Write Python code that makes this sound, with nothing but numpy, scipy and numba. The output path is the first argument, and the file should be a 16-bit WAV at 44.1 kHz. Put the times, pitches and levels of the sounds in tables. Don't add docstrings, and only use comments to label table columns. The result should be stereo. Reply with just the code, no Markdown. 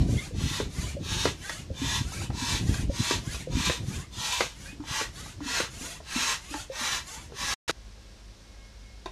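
import sys
import numpy as np
from scipy import signal
from scipy.fft import rfft, irfft, next_fast_len
from scipy.io import wavfile
from scipy.ndimage import uniform_filter1d, map_coordinates
from numba import njit

SR = 44100
rng = np.random.default_rng(int(sys.argv[2]) if len(sys.argv) > 2 else 0)


def store_pcm(level_fs):
    pcm = np.round(np.clip(level_fs, -1, 1) * 32767).astype(np.int16)
    wavfile.write(sys.argv[1], SR, np.atleast_2d(pcm).T)


N = 401751
SIZE = next_fast_len(N)

# start_s, ease_off_s, full_hiss_db, fade_s
PUSH_STROKES = [(-.3, -0.061, -30, 0.06), (0.328, 0.545, -31.5, 0.07), (0.992, 1.251, -30.5, 0.047),
                (1.725, 1.941, -29.5, 0.051), (2.316, 2.537, -27.5, 0.047), (2.89, 3.1, -27.5, 0.059),
                (3.49, 3.665, -27.5, 0.077), (4.107, 4.358, -28.5, 0.094), (4.831, 4.956, -26.5, 0.071),
                (5.408, 5.565, -26, 0.067), (6.039, 6.296, -27, 0.052), (6.699, 6.923, -27, 0.051),
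                (7.33, 7.69, -27.5, 0.051)]
PUSH_GAP_DB, PUSH_RISE_S = 29, 0.053
# freq_hz, slope points as gain_db
JET_COLOUR = [(240, -14.5), (400, -11), (636, -10), (738, -13), (883, -1.5), (1510, -9.5), (2590, -7),
              (4400, -4.5), (6430, -1.5), (14200, -23.5)]
# freq_hz, width_hz, beside_balloon_db, above_balloon_db
HOSE_MODES = [(964, 97, 9, -4.5), (1120, 85, 6.5, 4), (1384, 55, 8, 9), (1645, 94, 11, 12),
              (1906, 117, 10.5, 12.5), (2374, 89, 10.5, 5.5), (2637, 65, 11, 9.5), (2845, 74, 3.5, 5.5),
              (2934, 74, 9, 3.5), (3140, 80, 5.5, 7.5), (3280, 47, 8.5, 2), (3560, 117, 10, 5.5),
              (3760, 69, 4.5, -14), (3973, 97, 6, 7), (4246, 120, 3.5, 1.5), (5200, 35, -9.5, 1),
              (5850, 20, -8, 2)]
# freq_hz, gain_db
BESIDE_COLOUR = [(900, -3.5), (4000, 2.5)]
ABOVE_S = 4.6
HOSE_SWAY, HOSE_SWAY_HZ = 0.007, 4

# start_s, end_s, peak_hiss_db
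PULL_STROKES = [(0.026, 0.308, -37), (0.675, 0.949, -35.5), (1.312, 1.662, -39), (1.978, 2.279, -35.5),
                (2.561, 2.852, -36), (3.171, 3.453, -38), (3.791, 4.046, -37), (4.523, 4.758, -42.5),
                (5.079, 5.351, -41), (5.675, 5.991, -35.5), (6.365, 6.664, -37.5), (6.971, 7.286, -42.5)]
PULL_LATE, PULL_PEAKED = 1.3, 1.05
# freq_hz, gain_db
INTAKE_COLOUR = [(240, -10), (400, -7.5), (800, -6.5), (1280, -6), (2370, -2.5), (2750, -1), (3340, -3),
                 (5070, -9.5), (7140, -2), (10900, -12.5), (14200, -23.5)]
COLUMN_START_HZ, COLUMN_END_HZ = 253.9, 1283.6
COLUMN_ECHO = 0.93
# start_s, length_s, from_hz, to_hz, peak_db
WHISTLE_GLIDES = [(0.143, 0.073, 2730, 4100, -38), (0.174, 0.02, 2005, 2260, -29.5),
                  (.755, 0.045, 1840, 2060, -40), (0.865, 0.027, 2100, 2580, -35),
                  (1.409, 0.024, 2920, 3200, -39), (1.42, .03, 1880, 2060, -41),
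                  (1.435, 0.047, 1460, 1750, -40.5), (1.572, 0.019, 1980, 2150, -35),
                  (1.585, 0.023, 2400, 2610, -42), (2.159, 0.029, 2100, 2530, -36.5),
                  (2.197, 0.024, 1910, 2450, -39), (2.767, 0.068, 1384, 2520, -42),
                  (3.266, 0.06, 1460, 1950, -42.5), (3.378, 0.039, 2030, 2670, -43),
                  (3.917, 0.048, 2250, 2840, -37), (3.965, 0.1, 930, 1330, -49.5),
                  (3.988, 0.079, 1750, 2300, -48.5), (4.641, 0.059, 1500, 1834, -43),
                  (4.665, 0.052, 2400, 2590, -41), (7.13, 0.097, 760, 1107, -47)]
WHISTLE_BREATHY_DB = 7

# start_s, low_modes_db, bright_modes_db (clack too), pitch_factor
STOP_KNOCKS = [(0.601, -16, -29, 0.77), (1.254, -11.5, -14.5, 0.76), (3.109, -17, -18, 0.76),
               (3.697, -17, -20, 0.97), (4.406, -15, -13.5, 0.99), (5.012, -23, -23.5, 0.91),
               (5.601, -17.5, -20, 0.94), (7.694, -19.5, -17, 0.89)]
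# freq_hz, level_db, t60_s
BARREL_MODES = [(196, -15, 0.059), (388, -10, 0.051), (504, -2, 0.026), (1025, -13.5, 0.015),
                (1283, -14.5, 0.063), (1558, -1.5, 0.017), (2153, -0.5, 0.0097), (2630, -6, .03)]
# start_s, level_db, pitch_hz
FLIP_PIPS = [(0.308, -36.5, 486), (0.966, -28, 551), (1.701, -30, 530), (2.897, -26.5, 544),
             (3.471, -27, 525), (6.539, -26, 863), (6.698, -28, 530), (7.336, -40, 417)]
# start_s, level_db, pitch_hz
NECK_THUDS = [(0.44, -29.5, 259), (1.815, -25, 270), (2.417, -27.5, 254), (2.598, -41, 395),
              (2.99, -30, 243), (3.566, -21, 261), (4.726, -38, 272), (4.797, -30.5, 285),
              (5.406, -31, 293), (5.456, -30, 260), (5.808, -36, 258), (5.828, -38, 300),
              (6.158, -22.5, 252), (6.509, -36, 285), (6.544, -32.5, 297), (6.809, -34, 246),
              (7.411, -40, 258)]
# start_s, level_db, pitch_hz
ROD_TICKS = [(1.495, -17, 1870), (2.12, -29, 890), (2.145, -33, 1420), (2.216, -28, 820), (2.302, -22, 815),
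             (2.742, -19.5, 1600), (3.345, -25, 1440), (4.804, -37, 870), (4.838, -30.5, 895),
             (5.26, -31.5, 860), (5.405, -29.5, 970), (6.003, -32, 620), (6.54, -19.5, 1600),
             (7.298, -37, 480), (7.321, -28, 450)]
TAP_S, TAP_DB = 9.0585, -29.5
# freq_hz, level_db, t60_s
TAP_MODES = [(380, -4.5, 0.091), (666, 2, 0.037), (1050, -5, 0.058), (1880, -1, 0.028), (2680, -5, .02),
             (3710, 0, 0.022), (5400, -23, .03)]

# time_s, level_db
DRAUGHT_LEVEL = [(0, -25), (.14, -24), (.25, -44), (.32, -41), (.36, -25), (.61, -36), (1.19, -31.5),
                 (1.45, -46.5), (1.72, -34), (1.97, -39.5), (2.05, -28), (2.18, -38.5), (2.76, -30),
                 (2.87, -26), (2.93, -35.5), (3.14, -35), (3.46, -41), (3.52, -29.5), (3.94, -36),
                 (4.3, -49), (5.6, -45.5), (6.3, -53), (7.53, -50)]
DRAUGHT_EVEN_DB, DRAUGHT_LEAN = -45, 1.14
# freq_hz, gain_db
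BUFFET_COLOUR = [(12, -66), (20, -25), (54, 3.5), (103, 1), (165, -3), (231, -9.5), (340, -12.5),
                 (478, -24.5), (780, -30), (1320, -120)]
# centre_s, level_db, port (0 left, 1 right)
PORT_GUSTS = [(0.109, -14, 0), (0.127, -16, 0), (0.387, -15, 0), (0.442, -12.5, 0), (0.515, -18.5, 0),
              (0.631, -19, 1), (0.798, -20.5, 0), (1.714, -26, 0), (2.015, -12.5, 0), (2.302, -14, 0),
              (2.695, -9, 0), (2.795, -17.5, 0), (2.841, -13.5, 0), (2.897, -12.5, 0), (3.007, -11, 0),
              (3.276, -15, 0), (3.555, -11, 0), (3.885, -17.5, 0), (4.915, -25, 1)]

# freq_hz, gain_db
ROOM_COLOUR = [(12, -59), (20, -22.5), (54, 1.5), (77, -8.5), (107, -22), (157, -17.5), (207, -20.5),
               (411, -24.5), (526, -24), (740, -28), (1270, -31), (2600, -32), (5580, -29.5),
               (14200, -54.5)]
ROOM_HISS_DB = -47
# freq_hz, peak_db
HUM_TONES = [(49, -49.5), (102, -57), (205, -65), (545, -72), (1087, -74), (1631, -72.5), (2169, -70)]

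ROOM_T60_S, ROOM_MOVES = 0.19, 44
ALIKE_HZ = 724
# freq_hz, left_minus_right_db
PORT_COLOUR = [(500, -0.5), (1000, -1), (2000, 2.5), (4000, 1.5), (6500, -4.5), (7500, -0.5), (9000, 5.5),
               (14000, -1.5)]
SILENT_S, RETURN_S, LAST_S = 7.538, 7.678, 7.712
TOP_HZ = 14270


def hose_jet(modes_column, lean):
    freq = np.fft.rfftfreq(SIZE, 1 / SR)
    lift = 0.54
    for row in HOSE_MODES:
        hz, width_hz = row[:2]
        lift = lift + undb(row[modes_column]) ** 2 / (1 + ((freq - hz) / (width_hz / 2)) ** 2)
    return noise(gain_of(JET_COLOUR) * lean * np.sqrt(lift))[0]


def pushes():
    t = np.arange(N) / SR
    drift = np.arange(N) + np.cumsum(HOSE_SWAY * walk(HOSE_SWAY_HZ))
    beside = map_coordinates(hose_jet(2, gain_of(BESIDE_COLOUR)), [drift], mode="mirror")
    above = map_coordinates(hose_jet(3, 1), [drift], mode="mirror")
    pressure = np.zeros(N)
    for start, ease, db, fade in PUSH_STROKES:
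        gap_db = PUSH_GAP_DB * np.exp(np.minimum((start - t) / PUSH_RISE_S, 2))
        release = np.exp(-(np.maximum(t - ease, 0) / fade) ** 2)
        pressure += undb(db - gap_db) * release * (t > start - 2 * PUSH_RISE_S)
    return pressure * np.where(t < ABOVE_S, beside, above)


def pulls():
    t = np.arange(N) / SR
    draw, travel = np.zeros(N), np.zeros(N)
    for start, end, db in PULL_STROKES:
        way = np.clip((t - start) / (end - start), 0, 1)
        draw += undb(db) * np.abs(np.sin(np.pi * way ** PULL_LATE)) ** PULL_PEAKED
        travel = np.where(t >= start, way, travel)
    long_lag, short_lag = SR / COLUMN_START_HZ, SR / COLUMN_END_HZ
    lag = long_lag + travel * (short_lag - long_lag)
    hiss = level(column(noise(gain_of(INTAKE_COLOUR))[0], lag, COLUMN_ECHO, soft=0.81, leak=0.08), 0)
    return draw * hiss * undb(3.5 * walk(30))


@njit
def column(x, lag, echo, soft, leak):
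    y, low, bass = np.zeros(len(x)), 0., 0.
    for i in range(400, len(x)):
        past = i - lag[i]
        k = int(past)
        returned = y[k] + (past - k) * (y[k + 1] - y[k])
        low += soft * (returned - low)
        bass += leak * (low - bass)
        y[i] = x[i] + echo * (low - bass)
    return y


def seal_flutter():
    return undb(2.56 * walk(60))


def whistles():
    out = np.zeros(N)
    for s, length, from_hz, to_hz, db in WHISTLE_GLIDES:
        way = np.linspace(0, 1, int(length * SR))
        phase = 2 * np.pi * np.cumsum(from_hz * (to_hz / from_hz) ** way) / SR
        add(out, s, undb(db) * np.sin(np.pi * way) * np.sin(phase))
    return out * undb(WHISTLE_BREATHY_DB * walk(90))


def knocks():
    out = np.zeros(N)
    for s, low_db, bright_db, pitch in STOP_KNOCKS:
        for hz, mode_db, t60 in BARREL_MODES:
            strike_db = low_db if hz < 800 else bright_db
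            add(out, s, undb(mode_db + strike_db) * ring(hz * pitch, t60, 0.0012))
        add(out, s, undb(bright_db + 6.0) * crack(670, 3300, 0.0062))
    return out


def valves_and_rod():
    out = np.zeros(N)
    for s, db, hz in FLIP_PIPS:
        add(out, s, undb(db) * ring(hz, 0.06, 0.0025))
    for s, db, hz in NECK_THUDS:
        add(out, s, undb(db) * ring(hz, 0.082, 0.0037))
    for s, db, hz in ROD_TICKS:
        rattle = crack(0.28 * hz, 2.2 * hz, 0.0058) + 0.5 * ring(hz, 0.029, 0.0004)
        add(out, s, undb(db) * rattle)
    return out


def last_tap():
    out = np.zeros(N)
    tap = 2.9 * crack(280, 2800, 0.0056)
    for hz, db, t60 in TAP_MODES:
        tap += undb(db) * ring(hz, t60, 0.0003)
    add(out, TAP_S, undb(TAP_DB) * tap)
    return out


def draught():
    db = curve(*np.transpose(DRAUGHT_LEVEL))
    left = 1 / (1 + undb(-DRAUGHT_LEAN * (db - DRAUGHT_EVEN_DB)) ** 2)
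    slow, fast = np.array([walk(20), walk(18)]), np.array([walk(70), walk(70)])
    lumps = undb(np.minimum(7.2 * slow + 8.3 * fast, 7))
    buffets = level(noise(gain_of(BUFFET_COLOUR), channels=2) * lumps, 0)
    out = 2 * undb(db) * np.sqrt([left, 1 - left]) * buffets
    for s, gust_db, port in PORT_GUSTS:
        add(out[int(port)], s - 2000 / SR, undb(gust_db) * gust())
    return out


def gust():
    t = np.arange(-2000, 2000) / SR
    a, b = rng.random(2)
    thump = np.exp(-(t / 0.0067) ** 2) * np.sin(2 * np.pi * (62 * (1 + 1.01 * a) * t + b))
    slap = np.exp(-(t / 0.0032) ** 2) * np.sin(2 * np.pi * (190 * (1 + 0.5 * b) * t + a))
    return thump + 0.58 * slap


def room_tone():
    t = np.arange(N) / SR
    hiss = level(noise(gain_of(ROOM_COLOUR), channels=2), ROOM_HISS_DB) * undb(0.4 * walk(2.94))
    hum = np.zeros(N)
    for hz, db in HUM_TONES:
        loudness = undb(db + (3.0 + hz / 450) * walk(13))
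        hum += loudness * np.sin(2 * np.pi * hz * t + (1.1 + hz / 600) * walk(14))
    hum *= undb(-11.0 * (t < LAST_S))
    return (hiss + hum) * undb([[1.5], [-1.5]])


def room(x, wet_db, direct):
    t = np.arange(int(.25 * SR)) / SR
    decay = np.exp(-np.log(1000) * t / ROOM_T60_S) * np.clip(t / 0.0012, 0, 1)
    alike = signal.butter(1, ALIKE_HZ, fs=SR, output="sos")
    out, place = np.zeros((2, N)), np.arange(N) * ROOM_MOVES / N
    for k in range(ROOM_MOVES + 1):
        tail = rng.standard_normal((2, len(t))) * decay
        shared = tail.sum(0) / np.sqrt(2)
        tail += signal.sosfilt(alike, shared - tail)
        tail = level(tail, wet_db) / np.sqrt(len(t))
        a, b = max(0, (k - 1) * N // ROOM_MOVES), min(N, (k + 1) * N // ROOM_MOVES)
        part = x[a:b] * np.cos(np.pi / 2 * (place[a:b] - k))
        wet = signal.fftconvolve(part[None], tail, axes=1)
        out[:, a:a + wet.shape[1]] += wet[:, :N - a]
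    return out + direct * np.array([x, np.roll(x, 8)])


def undb(db):
    return 10 ** (np.asarray(db) / 20)


def level(x, db):
    return x * undb(db) / np.sqrt(np.mean(x ** 2))


def curve(s, v):
    return np.interp(np.arange(N) / SR, s, v)


def gain_of(points):
    hz, db = np.transpose(points)
    return undb(np.interp(np.log(np.fft.rfftfreq(SIZE, 1 / SR) + 1), np.log(hz), db))


def noise(gain, channels=1):
    spectrum = rfft(rng.standard_normal((channels, SIZE))) * gain
    return level(irfft(spectrum, SIZE)[:, :N], 0)


def walk(rate):
    k = int(SR / rate)
    steps = np.repeat(rng.standard_normal(N // k + 1), k)
    return 0.72 * uniform_filter1d(uniform_filter1d(steps, k), k)[:N]


def add(out, s, x):
    i = int(s * SR)
    out[i:i + len(x)] += x[:N - i]


def ring(hz, t60, rise_s):
    t = np.arange(int(.15 * SR)) / SR
    shape = np.exp(-np.log(1000) * t / t60) * (1 - np.exp(-(t / rise_s) ** 2))
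    return np.sin(2 * np.pi * hz * t) * shape / shape.max()


def crack(lo_hz, hi_hz, decay_s):
    t = np.arange(int(.15 * SR)) / SR
    band = signal.butter(2, (lo_hz, hi_hz), "bandpass", fs=SR, output="sos")
    return signal.sosfilt(band, rng.standard_normal(len(t)) * np.exp(-t / decay_s))


def scene():
    t = np.arange(N) / SR
    pumping = np.clip((LAST_S - t) / 0.00059, 0, 1)
    later = t > LAST_S + 1
    rasp = seal_flutter()
    hiss = room(rasp * pushes(), wet_db=1.5, direct=0.56) + room(rasp * pulls(), wet_db=-3.0, direct=0.81)
    body = knocks() + valves_and_rod() + last_tap() + whistles()
    pump = room(body, wet_db=-5.0, direct=0.97)
    return (hiss + draught()) * pumping + pump * (pumping + later) + room_tone()


def record(dry):
    tilt = gain_of(PORT_COLOUR) ** np.array([[.5], [-.5]])
    t = np.arange(N) / SR
    fall, rise = np.exp((SILENT_S - t) / 0.0025), (t - RETURN_S) / 0.0034
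    on = np.clip(np.maximum(fall, rise), 0, 1)
    heard = irfft(rfft(dry, SIZE) * tilt, SIZE)[:, :N] * on
    return signal.sosfilt(signal.ellip(10, .2, 80, TOP_HZ, fs=SR, output="sos"), heard)


dry = scene()
out = record(dry)
store_pcm(out)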